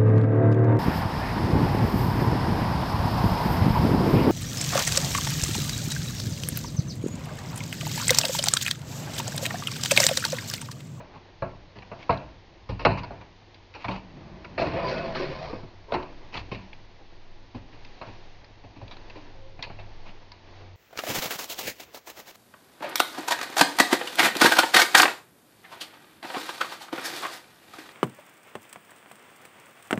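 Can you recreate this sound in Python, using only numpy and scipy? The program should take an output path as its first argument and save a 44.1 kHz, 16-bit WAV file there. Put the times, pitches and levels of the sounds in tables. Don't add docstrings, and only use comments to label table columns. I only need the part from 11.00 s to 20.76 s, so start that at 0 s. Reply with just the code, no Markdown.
import sys
import numpy as np
from scipy import signal
from scipy.fft import rfft, irfft, next_fast_len
from scipy.io import wavfile
from scipy.ndimage import uniform_filter1d

SR = 44100
rng = np.random.default_rng(int(sys.argv[2]) if len(sys.argv) > 2 else 0)


def transcribe(signal):
    frames = np.atleast_2d(signal).T
    limited = np.clip(frames, -1, 1)
    pcm = np.round(limited * 32767).astype(np.int16)
    wavfile.write(sys.argv[1], SR, pcm)


N = 430416
TIME = np.arange(N) / SR
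AGE = np.arange(int(0.8 * SR)) / SR
BASS_TOP_HZ, TREBLE_FROM_HZ = 280, 1400


def from_db(db):
    return 10 ** (np.asarray(db) / 20)


def unit_rms(x):
    return x / np.sqrt(np.mean(x ** 2) + 1e-20)


def at_hz(points, hz):
    points_hz, values = np.transpose(points)
    return np.interp(np.log(hz), np.log(points_hz), values)


def cut(x, hz, kind, order=3):
    return signal.sosfilt(signal.butter(order, hz, kind, fs=SR, output="sos"), x + 1e-18)


def registers(x):
    return (cut(x, [38, BASS_TOP_HZ], "band"), cut(x, [BASS_TOP_HZ, TREBLE_FROM_HZ], "band"),
            cut(x, TREBLE_FROM_HZ, "high"))


def coloured(x, spectrum):
    size = next_fast_len(len(x))
    hz = np.maximum(np.arange(size // 2 + 1) * SR / size, 1)
    return irfft(rfft(x, size) * from_db(at_hz(spectrum, hz)), size)[:len(x)]


def resonance(x, hz, width_hz):
    radius = np.exp(-np.pi * width_hz / SR)
    feedback = [1, -2 * radius * np.cos(2 * np.pi * hz / SR), radius ** 2]
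    return signal.lfilter(np.array([1, 0, -1]) * (1 - radius ** 2) / 2, feedback, x)


def drift(per_s):
    return unit_rms(np.interp(TIME * per_s, np.arange(4000), rng.standard_normal(4000)))


def swell(start, end):
    return np.sin(np.pi * np.clip((TIME - start) / (end - start), 0, 1))


def ramp(start, rise_s):
    return np.clip((TIME - start) / rise_s, 0, 1)


def dying(start, t60):
    return from_db(-60 * np.maximum(TIME - start, 0) / t60)


def grains(per_s, spread_db):
    sizes = from_db(spread_db * np.minimum(rng.exponential(1, N), 4)) * rng.choice([-1, 1], N)
    return unit_rms(sizes * (rng.random(N) < per_s / SR))


# t/s, level/dB
HUM_CURVE = [(0, -61.5), (6.3, -59.5), (7.9, -60.5), (9.1, -54), (9.42, -57), (9.7, -46)]
# f/Hz, relative level/dB
RUMBLE_SPECTRUM = [(5, -15), (18, 3), (45, 0), (70, -6), (130, -9), (220, -25), (600, -70)]
def room_tone(hum_hz=98.2, sag_at_s=8.8, sag_hz_per_s=8.1, rumble_db=-54.5, shudder_db=-45):
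    hz = hum_hz - sag_hz_per_s * np.maximum(TIME - sag_at_s, 0) + 2.185 * drift(9)
    hum_db = np.interp(TIME, *np.transpose(HUM_CURVE)) + 2.5 * drift(8.6)
    hum = from_db(hum_db) * np.sqrt(2) * np.sin(2 * np.pi * np.cumsum(hz) / SR)
    rumble_gain = from_db(rumble_db + 2.5 * drift(3.5))
    rumble = unit_rms(coloured(rng.standard_normal(N), RUMBLE_SPECTRUM))
    shudder = unit_rms(cut(rng.standard_normal(N), [11, 15], "band"))
    return hum + rumble_gain * rumble + from_db(shudder_db) * ramp(3.5, rise_s=0.76) * shudder


# f/Hz, relative level/dB
RUSTLE_SPECTRUM = [(76, -51.5), (130, -6), (300, -4.5), (332, 0), (415, -5), (604, -5.5), (895, -5),
                   (1330, -13), (1960, -4.5), (4530, -7), (6480, -18.5), (7690, -40.5), (10000, -91)]
# start t/s, end t/s, low level/dB, treble level/dB
MOVEMENTS = [(-.3, 0.442, -53.5, -84), (0.694, 1.4, -53.5, -61.5), (1.847, 2.342, -51, -69),
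             (2.557, 4.91, -52.5, -66), (4.8, 5.977, -55.5, -62), (6.597, 7.54, -55, -59.5),
             (7.72, 8.52, -53.5, -60.5), (8.603, 9.407, -55.5, -63), (9.406, 9.724, -53.5, -60)]
def hiss_and_rustle(hiss_low_db=-57, hiss_treble_db=-62, flutter_db=0.8):
    power = sum(np.outer(from_db(levels_db), swell(start, end)) ** 2
                for start, end, *levels_db in MOVEMENTS)
    low_gain, treble_gain = np.sqrt(power + from_db([[hiss_low_db], [hiss_treble_db]]) ** 2)
    noise = coloured(rng.standard_normal(N), RUSTLE_SPECTRUM)
    low = from_db(flutter_db * drift(45)) * unit_rms(cut(noise, TREBLE_FROM_HZ, "low"))
    treble = unit_rms(cut(noise, TREBLE_FROM_HZ, "high"))
    return low_gain * low + treble_gain * treble


# f/Hz, t60/s
CABIN_DECAY = [(60, 0.94), (160, 0.8), (420, 0.41), (1100, 0.49), (2900, 0.46), (7000, 0.15)]
def cabin_ring(noise, count):
    edges_hz = np.geomspace(50, 8000, 12)
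    tails = 0
    for low, high in zip(edges_hz, edges_hz[1:]):
        t60 = at_hz(CABIN_DECAY, np.sqrt(low * high))
        band = cut(noise, [low, high], "band", order=2).reshape(count, -1)
        tails += band * from_db(-60 * AGE / t60)
    return tails


def responses(spectrum, modes, low_t60, treble_t60, modes_db, cabin_db, count):
    noise = unit_rms(coloured(rng.standard_normal(count * len(AGE)), spectrum))
    cracks = sum(cut(noise, TREBLE_FROM_HZ, kind).reshape(count, -1) * from_db(-60 * AGE / t60)
                 for kind, t60 in (("low", low_t60), ("high", treble_t60)))
    tones = np.array([from_db(db - 60 * AGE / t60) * np.sin(2 * np.pi * hz * AGE)
                      for hz, db, t60 in modes])
    shape = count, len(modes)
    strengths = from_db(rng.normal(0, 2.2, shape)) * rng.choice([-1, 1], shape)
    body = from_db(modes_db) * strengths @ tones
    return zip(cracks, body + from_db(cabin_db) * cabin_ring(noise[::-1], count))


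def chatter(crack, ring, chatter_s, rebound, count=7):
    contacts = crack.copy()
    for when in (np.arange(count) + rng.random(count)) / count:
        lag = int(when * chatter_s * SR)
        strength = rebound * rng.choice([-1, 1]) * rng.uniform(0.46, 1) * (1 - when / 2)
        contacts[lag:] += strength * crack[:len(crack) - lag]
    build_up = 1 - np.exp(-2 * AGE / chatter_s)
    return contacts / np.sqrt(1 + count * rebound ** 2 / 3) + ring * build_up


def add_blow(out, start, sound, levels_db, top_hz):
    at = int(start * SR)
    parts = registers(cut(sound, top_hz, "low", order=4))[-len(levels_db):]
    for part, db in zip(parts, levels_db):
        attack_rms = np.std(part[:int(0.04 * SR)])
        out[at:at + len(AGE)] += (from_db(db) * part / attack_rms)[:N - at]


def panel_blows(blows, bodies, rebound, spot_width_hz, spot_db=8.5, slack_hz=253, spread_s=0.001):
    out = np.zeros(N)
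    for (start, *levels_db, chatter_s, spot_hz), (crack, ring) in zip(blows, bodies):
        softened = crack * (1 - np.exp(-AGE / spread_s))
        sound = chatter(softened, ring, chatter_s, rebound)
        spot = from_db(spot_db) * (slack_hz / spot_hz) * resonance(sound, spot_hz, spot_width_hz)
        add_blow(out, start, sound + spot, levels_db, top_hz=5600)
    return out


# f/Hz, relative level/dB
CREAK_SPECTRUM = [(150, 11.5), (400, -2), (1000, 6.5), (1600, -7.5), (2600, 0.5), (3500, -11), (4500, -9.5),
                  (5800, -22), (7200, -32)]
# start t/s, end t/s, middle level/dB, treble level/dB
JOINT_CREAKS = [(0.12, 0.192, -46, -57), (0.975, 1.06, -76, -52), (1.98, 2.008, -46, -44),
                (2.78, 2.88, -62, -48.5), (2.865, 3.006, -39, -46), (5.32, 5.424, -38.5, -38),
                (9.046, 9.128, -50.5, -51.5)]
def creaks():
    slips = coloured(grains(per_s=1900, spread_db=2.0), CREAK_SPECTRUM)
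    middle = unit_rms(cut(slips, [150, TREBLE_FROM_HZ], "band"))
    treble = unit_rms(cut(slips, TREBLE_FROM_HZ, "high"))
    return sum(swell(start, end) * (from_db(middle_db) * middle + from_db(treble_db) * treble)
               for start, end, middle_db, treble_db in JOINT_CREAKS)


# start t/s, end t/s, f/Hz, width/Hz, level/dB
RUBS = [(3.575, 3.616, 673, 27, -31), (3.602, 3.661, 640, 20, -25), (3.672, 3.719, 320, 36, -32),
        (3.733, 3.82, 530, 13, -30), (3.898, 3.933, 540, 17, -27.5), (3.904, 4.04, 1464, 28, -41.5),
        (4.253, 4.341, 148, 27, -40), (4.496, 4.57, 465, 43, -42.5), (3.82, 3.936, 4700, 120, -46.5),
        (3.83, 3.913, 1010, 9.5, -33.5), (3.84, 4.153, 664, 5.4, -33.5), (3.89, 4.095, 2570, 35, -45.5),
        (4.174, 4.246, 380, 12, -39.5), (4.865, 5.094, 973, 64, -41.5), (4.865, 5.001, 470, 100, -43.5),
        (6.54, 6.599, 243, 28, -37), (8.28, 8.64, 533, 5.5, -55)]
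def squeaks():
    out = np.zeros(N)
    for start, end, hz, width_hz, db in RUBS:
        during = (TIME > start) & (TIME < end)
        ring = unit_rms(resonance(rng.standard_normal(SR), hz, width_hz))[-during.sum():]
        out[during] += from_db(db) * np.sin(np.linspace(0, np.pi, len(ring))) * ring
    return cut(out, 5400, "low", order=6)


# f/Hz, relative level/dB
FITTING_CONTACT = [(250, -20.5), (900, -4.5), (1500, -10.5), (2300, 4), (3300, -4), (4250, -0.5),
                   (5800, -8), (7200, -19)]
# f/Hz, relative level/dB, t60/s
FITTING_RING = [(972, 9.5, 0.13), (2380, 1.5, 0.06), (2700, 4.5, 0.055), (2850, 1.5, 0.06),
                (3970, 7, 0.073), (4750, 8.5, 0.07)]
# t/s, middle level/dB, treble level/dB, chatter/s, f/Hz
FITTING_TICKS = [(0.787,-53.5,-57.5,0.0018,3030), (0.821,-52,-56.5,0.01,2400), (1.027,-57,-51.5,0.003,2610),
                 (1.107,-41,-48.5,0.018,4250), (1.127,-51,-46.5,0.021,2400), (1.174,-58,-53,0.00089,4150),
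                 (1.85,-22,-31,0.012,1810), (1.908,-56,-53,0.026,4700), (1.975,-40,-49.5,0.016,4680),
                 (2.033,-39.5,-51.5,0.017,4580), (2.212,-50.5,-62,0.0098,2430), (2.543,-81,-57,0.0025,4170),
                 (2.739,-69,-53,0.002,2470), (2.845,-36,-53,0.013,2300), (2.883,-39,-46.5,0.008,2250),
                 (2.911,-42.5,-47.5,0.014,3480), (2.955,-55,-55,0.01,2600), (3.446,-46,-52,0.0054,2100),
                 (3.887,-50,-42,0.013,4000), (4.152,-39.5,-48,0.012,3950), (4.92,-53,-49,0.0076,3600),
                 (4.938,-67,-42.5,0.018,4000), (5.026,-50,-56,0.0074,3600), (5.34,-48,-46,0.015,3030),
                 (5.372,-46.5,-44.5,0.0099,3260), (5.547,-60,-48,0.0092,2170),
                 (5.73,-58,-51.5,0.00436,2440), (6.848,-60,-53.5,0.0029,2730), (7.444,-66,-59,0.00065,4300),
                 (7.879,-73,-56.5,0.002,4560), (7.911,-49.5,-49.5,0.033,3600), (7.968,-55.5,-58,0.001,4280),
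                 (8.098,-55,-51.5,0.01,2420), (8.625,-46.5,-38.5,0.0034,4060), (8.634,-46.5,-43,0.021,3040),
                 (8.796,-57,-56.5,0.02,3330), (9.318,-53.5,-52.5,0.00063,4520)]
def ticks(spot_db=6, spot_width_hz=1100):
    out = np.zeros(N)
    bodies = responses(FITTING_CONTACT, FITTING_RING, low_t60=0.054, treble_t60=0.023,
                       modes_db=-27, cabin_db=-12, count=len(FITTING_TICKS))
    for (start, *levels_db, chatter_s, spot_hz), (crack, ring) in zip(FITTING_TICKS, bodies):
        snap = crack + from_db(spot_db) * resonance(crack, spot_hz, spot_width_hz)
        add_blow(out, start, chatter(snap, ring, chatter_s, rebound=1.0), levels_db, top_hz=4970)
    return out


# f/Hz, relative level/dB
FLOOR_CONTACT = [(60, -5.5), (200, 2.5), (400, 6), (900, 6.5), (1500, -17.5), (2600, -11), (3400, -22.5),
                 (4600, -20), (5800, -28), (7200, -73)]
# f/Hz, relative level/dB, t60/s
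FLOOR_RING = [(49.2, 5.5, 0.55), (93, 6.5, 0.58), (115.3, 9.5, 0.3), (190, -1, 0.47), (555, -2.5, 0.24),
              (980, 26, 0.012)]
# t/s, bass level/dB, middle level/dB, treble level/dB, chatter/s, spot f/Hz
FOOTFALLS = [(0.755, -44.5, -50, -53.5, 0.021, 840), (1.69, -31, -36, -43, 0.012, 1020),
             (1.793, -45, -38, -39, 0.026, 564), (2.747, -63, -44, -45, 0.017, 865),
             (2.843, -38.5, -39.5, -42, 0.0057, 194), (2.881, -35.5, -31.5, -40, 0.0059, 190),
             (5.344, -43, -45, -56, 0.021, 310), (5.376, -48, -55, -49, 0.015, 262),
             (5.515, -36, -36, -39, 0.0053, 203), (6.546, -40.5, -47, -50.5, 0.006, 252),
             (6.725, -52, -53.5, -56, 0.021, 290), (7.068, -46.5, -48.5, -51, 0.017, 354),
             (7.638, -48.5, -50, -60, 0.0095, 685), (7.76, -47, -52, -56.5, 0.018, 283),
             (7.814, -42, -46, -56, 0.0032, 570), (8.155, -56, -44.5, -52, 0.018, 297),
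             (8.665, -54, -48.5, -71, 0.0039, 600)]
def footsteps():
    bodies = responses(FLOOR_CONTACT, FLOOR_RING, low_t60=0.11, treble_t60=0.11,
                       modes_db=-13, cabin_db=-2, count=len(FOOTFALLS))
    return panel_blows(FOOTFALLS, bodies, rebound=0.69, spot_width_hz=27)


# eased level/dB, shoved level/dB, shove rise/s, loss/(dB/s)
SLIDE_BANDS = [(-46.5, -32.5, 0.027, 15.5), (-53, -30, 0.016, 8), (-61.5, -36.5, 0.024, 10.5),
               (-82, -61.5, .02, -9)]
# t/s, roll level/dB, scrape level/dB, hiss level/dB, rise/s, t60/s
GLIDER_CATCHES = [(3.578, -30.5, -37, -45, 0.023, 0.44), (3.75, -27.5, -36, -64.5, 0.032, 0.97),
                  (3.86, -36.5, -40, -44.5, 0.051, 0.61), (4.144, -40, -33, -47, 0.0064, 0.76),
                  (4.193, -25, -37, -47, 0.0084, 0.29)]
def slide_gains(ease_s=3.1, shove_s=3.578, stop_s=4.49):
    power = np.zeros((len(SLIDE_BANDS), N))
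    for band, (eased_db, shoved_db, rise_s, loss_db_per_s) in enumerate(SLIDE_BANDS):
        eased = from_db(eased_db) * ramp(ease_s, rise_s=0.062)
        shoved = from_db(shoved_db - loss_db_per_s * (TIME - shove_s)) * ramp(shove_s, rise_s)
        power[band] = eased ** 2 + shoved ** 2
    for start, *levels_db, rise_s, t60 in GLIDER_CATCHES:
        grind = ramp(start, rise_s) * dying(start + rise_s, t60)
        power[1:] += np.outer(from_db(levels_db), grind) ** 2
    return np.sqrt(power) * dying(stop_s, t60=0.67)


def travelling(ring, bend=0.013, swing_db=3, changes_per_s=12):
    warped_time = TIME + bend * np.cumsum(drift(changes_per_s)) / SR
    return np.interp(warped_time, TIME, ring) * from_db(swing_db * drift(changes_per_s))


# f/Hz, width/Hz, relative level/dB
SLIDER_RING = [(150, 70, -1), (365, 55, 1), (540, 60, -1), (648, 34, 2.5), (717, 18, -3), (1020, 28, -2),
               (1490, 26, -10), (1170, 110, -8), (1750, 54, -17), (2210, 80, -15), (2520, 45, -11),
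               (4310, 250, -23)]
# f/Hz, relative level/dB
SLIDER_SPECTRUM = [(60, 1.5), (130, -4.5), (400, -4.5), (750, -2.5), (1100, -0.5), (1450, -4),
                   (2600, -15.5), (3300, -26.5), (4500, -17.5), (5600, -21.5), (6800, -47), (7800, -55)]
def sliding_door(judder_db=1.3, hiss_from_hz=3400):
    friction = grains(per_s=600, spread_db=1.5) + 0.65 * rng.standard_normal(N)
    force = friction * from_db(judder_db * drift(70))
    ring = 2 * sum(from_db(db) * travelling(resonance(force, hz, width_hz))
                   for hz, width_hz, db in SLIDER_RING)
    panel = coloured(force, SLIDER_SPECTRUM) + ring
    rumble, roll, treble = registers(cut(panel, 5400, "low", order=6))
    scrape = cut(treble, hiss_from_hz, "low", order=4)
    hiss = cut(treble, hiss_from_hz, "high", order=4)
    evened = [band / np.sqrt(uniform_filter1d(band ** 2, size=int(0.1 * SR)) + 1e-12)
              for band in (rumble, roll, scrape, hiss)]
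    return sum(gain * band for gain, band in zip(slide_gains(), evened))


# f/Hz, relative level/dB
DOOR_CONTACT = [(60, -5), (150, -7.5), (330, -6.5), (650, 0.5), (1000, -6), (1550, -13.5), (2700, -3.5),
                (3300, -35), (4200, -11.5), (5200, -29.5), (7200, -78.5)]
# f/Hz, relative level/dB, t60/s
DOOR_RING = [(102, -7, .55), (135, -7.5, .4), (190, -10, .4), (269, -15, .35), (365, -9, .3),
             (520, -10, .24), (592, -8, .13), (675, 1.5, .16), (893, -4, .17), (1010, -8.5, .08),
             (1103, -9, .22), (1218, -14, .22), (1348, -14, .28), (1491, -11, .22), (1629, -10, .25),
             (1899, -13, .18), (2155, -13, .22), (2575, -12, .22), (2745, -12, .14)]
# t/s, bass level/dB, middle level/dB, treble level/dB, chatter/s, spot f/Hz
DOOR_BLOWS = [(0.002,-50.5,-45,-62,0.007,596), (0.421,-34.5,-29,-51,0.02,567),
              (0.915,-44,-39,-60,0.024,690), (1.093,-28.5,-20,-40,0.0098,640),
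              (1.851,-31,-19.5,-29.5,0.012,830), (1.864,-24.5,-23.5,-48,0.0018,730),
              (1.902,-30.5,-33,-45,0.016,600), (2.106,-43.5,-40,-62,0.021,704),
              (3.578,-49,-30.5,-36.5,0.012,620), (3.616,-51,-29.5,-38.5,0.0045,614),
              (4.528,-39,-37.5,-73,0.029,465), (4.63,-43,-50.5,-71,0.009,390),
              (4.921,-37,-28,-43.5,0.021,427), (4.94,-35,-27,-43,0.022,345),
              (7.013,-47,-39.5,-50,0.015,1160), (8.59,-48.5,-48,-54,0.0072,950),
              (8.699,-48,-45,-73,0.0028,790), (8.788,-52,-47.5,-54.5,0.011,740),
              (9.608,-56,-54,-66,0.012,405)]
def door_knocks():
    bodies = responses(DOOR_CONTACT, DOOR_RING, low_t60=0.052, treble_t60=0.067,
                       modes_db=-13.5, cabin_db=-10, count=len(DOOR_BLOWS))
    return panel_blows(DOOR_BLOWS, bodies, rebound=0.5, spot_width_hz=69)


def scene():
    blows = door_knocks() + footsteps() + ticks()
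    rubbing = creaks() + sliding_door() + hiss_and_rustle() + squeaks()
    return (blows + rubbing + room_tone())[None]


def record(dry):
    return signal.sosfilt(signal.cheby2(14, 55, 7950, fs=SR, output="sos"), dry)


dry = scene()
out = record(dry)
transcribe(out)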